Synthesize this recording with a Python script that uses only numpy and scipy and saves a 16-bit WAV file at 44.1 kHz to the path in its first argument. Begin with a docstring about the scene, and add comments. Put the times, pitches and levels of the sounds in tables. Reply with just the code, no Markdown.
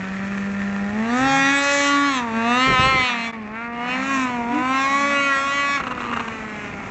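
"""A two-stroke snowmobile cruises closer through snowy woods, opens up, passes a few metres away and climbs a hill.
Its exhaust is a boom of nearly pure low orders of the firing rate, under sharp pulses that ring in the silencer.
Firing-locked noise makes the clatter of the track and the hiss of thrown snow; a spinning track drums low tones.
Behind the crest the throttle all but shuts and the engine coasts, sputtering with short noisy cracks.
The draught, lumpy low noise, buffets the microphone as the machine draws level; far trees return weak echoes."""
import sys
import numpy as np
from scipy import signal
from scipy.fft import rfft, irfft
from scipy.io import wavfile
from scipy.ndimage import uniform_filter1d

SR = 44100
rng = np.random.default_rng(int(sys.argv[2]) if len(sys.argv) > 2 else 0)


def int16_out(signal):
    """Quantize to a 16-bit WAV file."""
    q = np.round(np.clip(np.atleast_2d(signal).T, -1, 1) * 32767)
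    wavfile.write(sys.argv[1], SR, q.astype(np.int16))


N = 304290
TIME = np.arange(N) / SR

# the track spins up and its lugs drum on the snow:
# (time [s], length [s], lugs at first [1/s], lugs at last [1/s], peak level [dB])
SPINS = [(1.15, .42, 108, 215, -34.5), (3.028, 0.24, 226, 175, -40), (3.752, 0.59, 158, 250, -36),
         (4.478, 0.17, 266, 333, -24.5), (4.876, 0.39, 208, 236, -34.5)]


def boom(turns):
    """The low exhaust orders are nearly pure; unequal cylinders add faint tones half way between them."""
    # each order swells and fades on its own: (time [s], level [dB])
    first_order = [(0.0, -30.5), (1.2, -21.5), (1.53, -23), (1.65, -35.5), (1.98, -22), (2.28, -31.0),
                   (2.37, -21.5), (2.67, -25.5), (2.7, -41.5), (3.27, -31), (3.63, -37.5), (4.08, -28.5),
                   (4.17, -22.5), (4.35, -29.5), (4.71, -27.0), (5.88, -41.5), (6.15, -34), (6.9, -45)]
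    second_order = [(0.0, -49.5), (0.81, -43.5), (1.17, -31.5), (1.5, -36), (1.74, -24), (2.04, -43),
                    (2.58, -30.5), (2.7, -37.5), (2.88, -28.5), (3.12, -45.0), (3.6, -45.5), (3.99, -38),
                    (4.2, -44.5), (4.41, -37), (4.86, -39.5), (5.1, -28.5), (5.88, -43.0), (6.9, -45.0)]
    third_order = [(0.0, -46.5), (0.96, -40.5), (1.35, -18.5), (1.47, -30.5), (2.338, -39), (2.49, -24.5),
                   (2.7, -38), (2.79, -27), (3.3, -40.5), (3.39, -51.0), (3.84, -33.0), (4.2, -45),
                   (4.35, -32), (5.01, -32.5), (5.1, -46.5), (5.7, -43), (6.39, -56), (6.9, -46.5)]
    fourth_order = [(0.0, -48.5), (0.57, -48.0), (1.41, -30.0), (1.8, -30), (1.95, -19.0), (2.31, -33.0),
                    (2.85, -20.5), (3.451, -49), (3.54, -41.5), (3.96, -33), (4.05, -44.0), (4.11, -25.5),
                    (4.35, -31), (4.98, -20.0), (5.07, -26.0), (5.76, -26.5), (5.82, -43), (6.9, -45.5)]
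    fifth_order = [(0.0, -51), (0.93, -47.5), (1.17, -26.5), (1.74, -30), (1.8, -41), (1.89, -24.5),
                   (2.34, -37.0), (2.52, -23), (2.85, -22.0), (3.45, -45.5), (3.75, -35.5), (4.26, -33.5),
                   (4.44, -44.0), (4.74, -26), (4.86, -42), (5.282, -23.5), (5.82, -40.5), (6.21, -36),
                   (6.33, -47.5), (6.9, -48)]
    # orders 0.5, 1.5, 2.5 and 3.5: (mean level against order 1 [dB])
    half_orders = [-23.5, -39, -25.5, -23.5]
    orders = (first_order, second_order, third_order, fourth_order, fifth_order)
    levels = [in_time(order)[0] for order in orders]
    whole = 0
    for k, db in enumerate(levels, 1):
        pipe_lag = k * (k - 1) * np.pi / 8  # the pipe delays higher orders more
        whole = whole + from_db(db) * np.cos(2 * np.pi * k * turns - pipe_lag)
    halves = 0
    for k, db in enumerate(half_orders):
        gain = from_db(levels[0] + db + 2 * drift(4.7))
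        halves = halves + gain * np.sin(2 * np.pi * (k + .5) * turns)
    return np.sqrt(2) * (whole + halves) * strength(turns, uneven_db=0.78, twin_db=0)


def edge(turns):
    """Exhaust pulses ring in the silencer; the more throttle, the more bark, bite and rasp."""
    # silencer and hood: (frequency [Hz], level [dB])
    silencer = [(600, -24), (1400, 4), (1650, -2), (2000, 5.5), (2500, 0), (2830, -8.5), (3080, -12.5),
                (3400, -9.5), (4100, -14.5), (4850, -24), (5400, -18.5), (7000, -20), (8000, -23.5)]
    # level laws: (far off [dB], full throttle adds [dB], abreast adds [dB], going away adds [dB], lull adds [dB])
    bark_law = (-41, 20, -4.5, -1, 1.5)
    bite_law = (-49.5, 22.5, 5, 2, -5)
    rasp_law = (-59.5, 31.5, 0.5, -2.5, -10)
    # the same for the very top, against the rasp
    beam_law = (-1, .5, -11.5, 0, -6)
    # the midrange flares or sags: (time [s], length [s], added to the bark [dB], added to the bite [dB])
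    flares = [(1.332, 0.33, 3, 4), (1.85, 0.58, -4, -5.5), (2.314, 0.12, 6.5, 2), (2.882, 0.7, -7.5, -2),
              (3.884, 0.09, -3, 8), (4.03, .22, 2.5, 5.5), (5.14, 0.18, -4, 6.5), (5.282, .11, 8.5, -1.5),
              (5.383, .13, -8, -4)]
    bark_top_hz, bite_top_hz, rasp_top_hz = 2112, 3074, 4530

    bark_db, bite_db, rasp_db, beam_db = map(level_db, (bark_law, bite_law, rasp_law, beam_law))
    for s, length, more_bark_db, more_bite_db in flares:
        bark_db = bark_db + more_bark_db * arch(s, length)
        bite_db = bite_db + more_bite_db * arch(s, length)

    # ragged firings vary in moment and in force
    rough = roughness()
    late = .013 * rough ** 2 * drift(300)
    blows = pulses(turns - late, order=6) * strength(turns, uneven_db=2.0, twin_db=1.5) ** rough
    rung = chambers(colour(blows, silencer))
    pipe = off_the_snow(rung, lag_s=.0009 + .00008 * drift(9))

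    bark = from_db(bark_db) * levelled(band(pipe, 910, bark_top_hz))
    bite = from_db(bite_db) * levelled(band(pipe, bark_top_hz, bite_top_hz))
    beam = from_db(beam_db) * levelled(band(pipe, rasp_top_hz, 10000))
    rasp = from_db(rasp_db) * (levelled(band(pipe, bite_top_hz, rasp_top_hz)) + beam)
    return bark * swell() + bite * swell() + rasp * swell()


def sputter():
    """Starved of fuel, the engine catches for a few firings at a time: each a crack with a short puff of gas."""
    # runs of stray firings, before ringing and gain: (time [s], length [s], mean level [dB])
    runs = [(5.773, .010, -15.5), (5.799, .014, -14), (5.836, .006, -15), (5.868, .014, -13),
            (5.907, .018, -15.5), (5.949, .003, -17), (5.973, .011, -18.5), (6.004, .007, -18),
            (6.126, .016, -12), (6.163, .011, -11.5), (6.195, .016, -11.5), (6.279, .0055, -11.5)]
    # lone firings between two runs: (from [s], to [s], firings [1/s], mean level before ringing and gain [dB])
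    stumble = (6, 6.11, 110, -15)
    # ring of a stray firing: (frequency [Hz], level [dB])
    stray_ring = [(200, -6.5), (450, -7), (700, -9.5), (1150, 4.5), (1450, 0.5), (1750, -10), (2200, -13.5),
                  (2800, -5.5), (3150, -20), (4100, -19), (4850, -35), (6000, -29.5), (8000, -32.5)]
    speed = engine_speed()
    cracks = np.zeros(N)
    start, end, rate, lone_db = stumble
    lone = [(s + rng.uniform(0, .5) / rate, 1 / SR, lone_db) for s in np.arange(start, end, 1 / rate)]
    for s, length, db in runs + lone:
        firings = np.arange(s, s + length, 1 / speed[int(s * SR)])
        cracks[(firings * SR).astype(int)] = from_db(db + rng.normal(0, 1, len(firings)))
    # the gas dies away with a time constant of 2 ms
    gas = signal.lfilter([.17], [1, -np.exp(-1 / (.002 * SR))], cracks + 1e-18)
    puff = gas * rng.standard_normal(N)
    return from_db(20.0) * chambers(colour(cracks + puff, stray_ring))


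def crank(hunt, jitter):
    """Firings counted so far: the speed hunts slightly and each firing comes a little early or late."""
    return np.cumsum(engine_speed() * (1 + hunt * drift(25))) / SR + jitter * drift(220)


def engine_speed():
    """Firings per second: driven by the throttle, then dropping at once and sinking towards idle."""
    # engine speed under throttle, before it coasts: (time [s], firings [1/s])
    revs = [(0.0, 187.9), (0.3, 198.1), (0.83, 199.5), (0.91, 205.0), (1.09, 233.2), (1.22, 263.5),
            (1.27, 270.9), (1.43, 272.4), (1.54, 279.4), (1.73, 283.3), (2.07, 283.2), (2.12, 271.7),
            (2.21, 241.0), (2.31, 223.3), (2.44, 229.9), (2.62, 258.2), (2.68, 264.3), (2.77, 255.0),
            (2.9, 266.0), (3.06, 250.1), (3.17, 233.1), (3.34, 227.2), (3.45, 209.2), (3.48, 210.1),
            (3.62, 234.6), (3.8, 238.1), (4.06, 270.1), (4.12, 273.6), (4.27, 250.3), (4.41, 236.0),
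            (4.46, 235.0), (4.72, 263.7), (5.0, 281.4), (5.08, 283.9), (5.26, 279.0), (5.36, 272.0),
            (5.57, 282.0), (5.76, 282.0)]
    coast_s, idle_hz = 5.76, 130
    drop_hz, drop_s, sink_s = 20, .05, 1.62  # the last two are time constants
    driven, = in_time(revs)
    since = np.maximum(TIME - coast_s, 0)
    dropped = driven - drop_hz * (1 - np.exp(-since / drop_s))
    return idle_hz + (dropped - idle_hz) * np.exp(-since / sink_s)


def throttle():
    """How far the throttle is open, 0-1."""
    # squeezes: (opens [s], opening time [s], lets go [s], closing time [s], depth [0-1])
    squeezes = [(.94, 0.39, 2.18, 0.084, 0.88), (2.16, 0.45, 3.1, 0.23, 0.95), (3.05, .05, 3.27, 0.11, 0.7),
                (3.52, 0.039, 3.67, 0.02, 0.42), (3.66, 0.24, 4.238, 0.23, 0.53),
                (4.4, 0.36, 5.765, 0.057, 0.75), (5.95, 0.065, 6.7, .02, 0.15)]
    return np.max([depth * gate(*timing) for *timing, depth in squeezes], axis=0)


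def roughness():
    """Combustion is cleanest under load, more ragged on a shut throttle, a spinning track or falling revs."""
    rough_open, rough_shut, rough_spin = 0.18, .3, .12  # at full throttle; added when shut; added by a spin
    rough_per_hz_per_s = .0009  # added by falling revs
    falling = uniform_filter1d(np.maximum(-np.gradient(engine_speed()) * SR, 0), size=2000)
    load = rough_open + rough_shut * (1 - throttle())
    return np.clip(load + rough_per_hz_per_s * falling + rough_spin * spinning(), 0, .8)


def strength(turns, uneven_db, twin_db):
    """No two firings are alike, and one of the two cylinders is the stronger."""
    count = np.arange(4096)
    firing_db = uneven_db * rng.standard_normal(len(count)) + twin_db * (-1) ** count
    return from_db(np.interp(turns, count, firing_db))


def pulses(turns, order):
    """One sharp pulse a firing, from the given order up; shifting ground reflections make orders swell and fade."""
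    step = np.exp(2j * np.pi * turns)
    wave, out = step ** order, 0
    for k in range(order, 38):
        out = out + from_db((2.2 + .08 * k) * drift(9 + k / 3)) * wave.real
        wave = wave * step
    return rms_one(out)


def chambers(x):
    """Each pulse bounces to and fro in the silencer's chambers and leaves as a short string of peaks."""
    for trip_s, back in [(.00085, .3), (.00036, .35)]:
        loop = np.zeros(round(trip_s * SR) + 1)
        loop[[0, -1]] = 1, -back
        x = signal.lfilter(loop[::-1], loop, x)  # all-pass
    return x


def off_the_snow(x, lag_s):
    """A reflection from the snow crust combs the sound; the comb slides as the machine rides the bumps."""
    return (x - .5 * np.interp(TIME - lag_s, TIME, x)) / np.hypot(1, .5)


def swell():
    """Each register swells and sags as the machine rocks on the snow."""
    return from_db(1.2 * drift(17))


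def level_db(law):
    """A layer's level follows the throttle and where the machine is on its way past the microphone."""
    # after the pass the treble dulls for a while: (starts [s], onset [s], ends [s], recovery [s])
    lull = (3.28, 0.11, 3.72, 0.17)
    pass_s, nearest_m, speed_m_per_s = 3.03, 2.83, 6.7
    far_db, throttle_db, abreast_db, away_db, lull_db = law
    along = speed_m_per_s * (TIME - pass_s)
    distance = np.hypot(nearest_m, along)
    place_db = abreast_db * nearest_m / distance + away_db * (1 + along / distance) / 2
    return far_db + throttle_db * throttle() + place_db + lull_db * gate(*lull)


def running_gear(turns):
    """Track links clatter in the tunnel, which sounds different from front and rear; snow and gas hiss."""
    # noise spectra, relative: (frequency [Hz], density [dB per Hz])
    rumble_spectrum = [(60, -12), (130, -11.5), (250, 7), (380, -13), (600, -9), (900, -10.5)]
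    front_spectrum = [(350, -16), (600, -13), (1000, -6.5), (1270, -0.5), (1500, -6.5), (1830, 5.5),
                      (2100, -5.5), (2450, -4.5), (2900, -13.5), (3600, -19)]
    rear_spectrum = [(350, -29.5), (650, -3), (950, -6), (1250, -0.5), (1550, -7.5), (1850, -1.5),
                     (2250, -2.5), (2700, -6.5), (3000, -15.5), (3600, -21.5)]
    hiss_spectrum = [(2200, -20), (3100, -3), (3600, -3), (4300, -3), (4850, -11), (5600, 1), (6400, 2),
                     (7300, 0), (8000, -8)]
    # level laws: (far off [dB], full throttle adds [dB], abreast adds [dB], going away adds [dB], lull adds [dB])
    rumble_law = (-44, -4, -1.5, 7, -5.5)
    track_law = (-34.5, 5, -2, -2.5, -7.5)
    hiss_law = (-54.5, 10.5, -4, -2, -16)
    # the track throws up snow: (time [s], length [s], added to the hiss [dB])
    sprays = [(1.12, 0.12, 11), (1.26, 0.52, 8), (1.594, 0.43, 16.5), (2.542, 0.61, 5), (3.992, 0.31, 14),
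              (4.68, .7, 7)]
    rumble_db, track_db, hiss_db = map(level_db, (rumble_law, track_law, hiss_law))
    hiss_db = hiss_db + sum(db * arch(s, length) for s, length, db in sprays)
    track_db = track_db + 2 * spinning()  # a spinning track clatters louder

    links = puffs(turns, depth=.45) * from_db(2.4 * drift(330))
    spray = puffs(turns, depth=.45) * from_db(1.3 * drift(50))
    behind = np.clip(TIME - 3.55 + .5, 0, 1)  # one second from front to rear, half way at 3.55 s
    front = np.sqrt(1 - behind) * rms_one(colour(links, front_spectrum))
    rear = np.sqrt(behind) * rms_one(colour(links, rear_spectrum))
    rumble = from_db(rumble_db) * noise(rumble_spectrum)
    clatter = from_db(track_db) * (front + rear)
    hiss = from_db(hiss_db) * rms_one(colour(spray, hiss_spectrum)) * swell()
    return rumble + clatter + hiss


def puffs(turns, depth):
    """Noise that surges with each firing."""
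    return rms_one(rng.standard_normal(N) * np.exp(depth * np.cos(2 * np.pi * turns)))


def lugs():
    """Whenever the track spins, its lugs drum a wavering low tone that glides with its speed."""
    waver, out = 1 + .02 * drift(40), 0
    for s, length, first_hz, last_hz, db in SPINS:
        beats = np.cumsum(np.interp(TIME, [s, s + length], [first_hz, last_hz]) * waver) / SR
        tone = np.sin(2 * np.pi * beats) + from_db(-20.0) * np.sin(4 * np.pi * beats)
        out = out + from_db(db) * arch(s, length) * tone
    return np.sqrt(2) * from_db(2 * drift(30)) * out


def spinning():
    """How much the track slips, 0-1."""
    return sum(arch(s, length) for s, length, *_ in SPINS)


def draught():
    """Light lumpy air on the microphone, and buffets as the machine draws level."""
    # relative spectrum of the air: (frequency [Hz], density [dB per Hz])
    wind_spectrum = [(20, -16), (50, -4), (110, 0), (190, -2), (270, -9), (390, -5), (600, -13),
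                     (1200, -32)]
    # level law: (far off [dB], full throttle adds [dB], abreast adds [dB], going away adds [dB], lull adds [dB])
    draught_law = (-38, -6.5, -9.5, -1, -1)
    # gusts on top of the light air: (time [s], length [s], peak level before the lumps [dB])
    buffets = [(1.18, 0.13, -43), (2.655, 0.12, -23.5), (2.758, .16, -25.5), (2.89, 0.17, -29.5)]
    gain = from_db(level_db(draught_law))
    gain = gain + sum(from_db(db) * arch(s, length) for s, length, db in buffets)
    lumps = from_db(1.8 * drift(60))
    return gain * lumps * noise(wind_spectrum)


def woods(x):
    """Far trees return a few weak echoes, dulled by snow."""
    # echoes: (delay [s], level [dB])
    echoes = [(0.046, -13), (0.081, -33.5), (0.132, -23.5), (0.198, -24)]
    dull = signal.sosfilt(signal.butter(2, 2500, fs=SR, output="sos"), x)
    return x + sum(from_db(db) * np.interp(TIME - s, TIME, dull, left=0) for s, db in echoes)


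def from_db(db):
    """Decibels to gain."""
    return 10 ** (np.asarray(db) / 20)


def rms_one(x):
    """Scale to unit power."""
    return x / np.sqrt(np.mean(x ** 2) + 1e-20)


def in_time(rows):
    """Each column of a curve table at every sample."""
    s, *columns = np.transpose(rows)
    return [np.interp(TIME, s, c) for c in columns]


def gate(start, attack, end, release):
    """Rises from 0 to 1, holds and falls back."""
    return np.clip(np.minimum((TIME - start) / attack, 1 - (TIME - end) / release), 0, 1)


def arch(start, length):
    """One smooth swell from 0 to 1 and back."""
    return np.sin(np.pi * np.clip((TIME - start) / length, 0, 1))


def drift(rate):
    """Smooth chance of unit power that changes about rate times a second."""
    knots = rng.standard_normal(8192)
    return rms_one(np.interp(TIME * rate, np.arange(len(knots)), knots))


def colour(x, spectrum):
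    """Causal (minimum-phase) filter with the given spectrum, so that pulses ring after they strike."""
    size = 4096
    hz, db = np.transpose(spectrum)
    grid = np.maximum(np.fft.rfftfreq(size, 1 / SR), 1)
    gain = from_db(np.interp(np.log(grid), np.log(hz), db))
    # beyond the table's ends the gain falls by 12 dB an octave
    beyond = np.abs(np.log(grid / np.clip(grid, hz[0], hz[-1])))
    cepstrum = irfft(np.log(gain) - 2 * beyond)
    # folding the cepstrum forward gives minimum phase
    cepstrum[1:size // 2] *= 2
    cepstrum[size // 2 + 1:] = 0
    return signal.oaconvolve(x, irfft(np.exp(rfft(cepstrum))))[:N]


def band(x, low_hz, high_hz):
    """Steep band-pass."""
    return signal.sosfiltfilt(signal.butter(5, [low_hz, high_hz], "band", fs=SR, output="sos"), x)


def levelled(x):
    """Unit power over every few hundredths of a second."""
    size = SR // 40
    power = uniform_filter1d(uniform_filter1d(x * x, size), size)
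    return x / np.sqrt(np.abs(power) + 1e-12)


def noise(spectrum):
    """Coloured noise of unit power."""
    return rms_one(colour(rng.standard_normal(N), spectrum))


def scene():
    """Engine and running gear among the woods, with the draught on the microphone."""
    turns = crank(hunt=.0005, jitter=.0008)
    engine = boom(turns) + edge(turns) + sputter()
    chassis = running_gear(turns) + lugs()
    return (woods(engine + chassis) + draught())[None]


def record(dry):
    """The level dips briefly once, the tallest peaks are rounded and the top is cut."""
    dip_s, half_width_s, ceiling, cutoff_hz = 3.32, .013, .6, 7850
    x = dry * np.clip(np.abs(TIME - dip_s) / half_width_s, .05, 1)
    rounded = x / (1 + (x / ceiling) ** 6) ** (1 / 6)
    return signal.sosfilt(signal.ellip(10, .3, 80, cutoff_hz, fs=SR, output="sos"), rounded)


dry = scene()
out = record(dry)
int16_out(out)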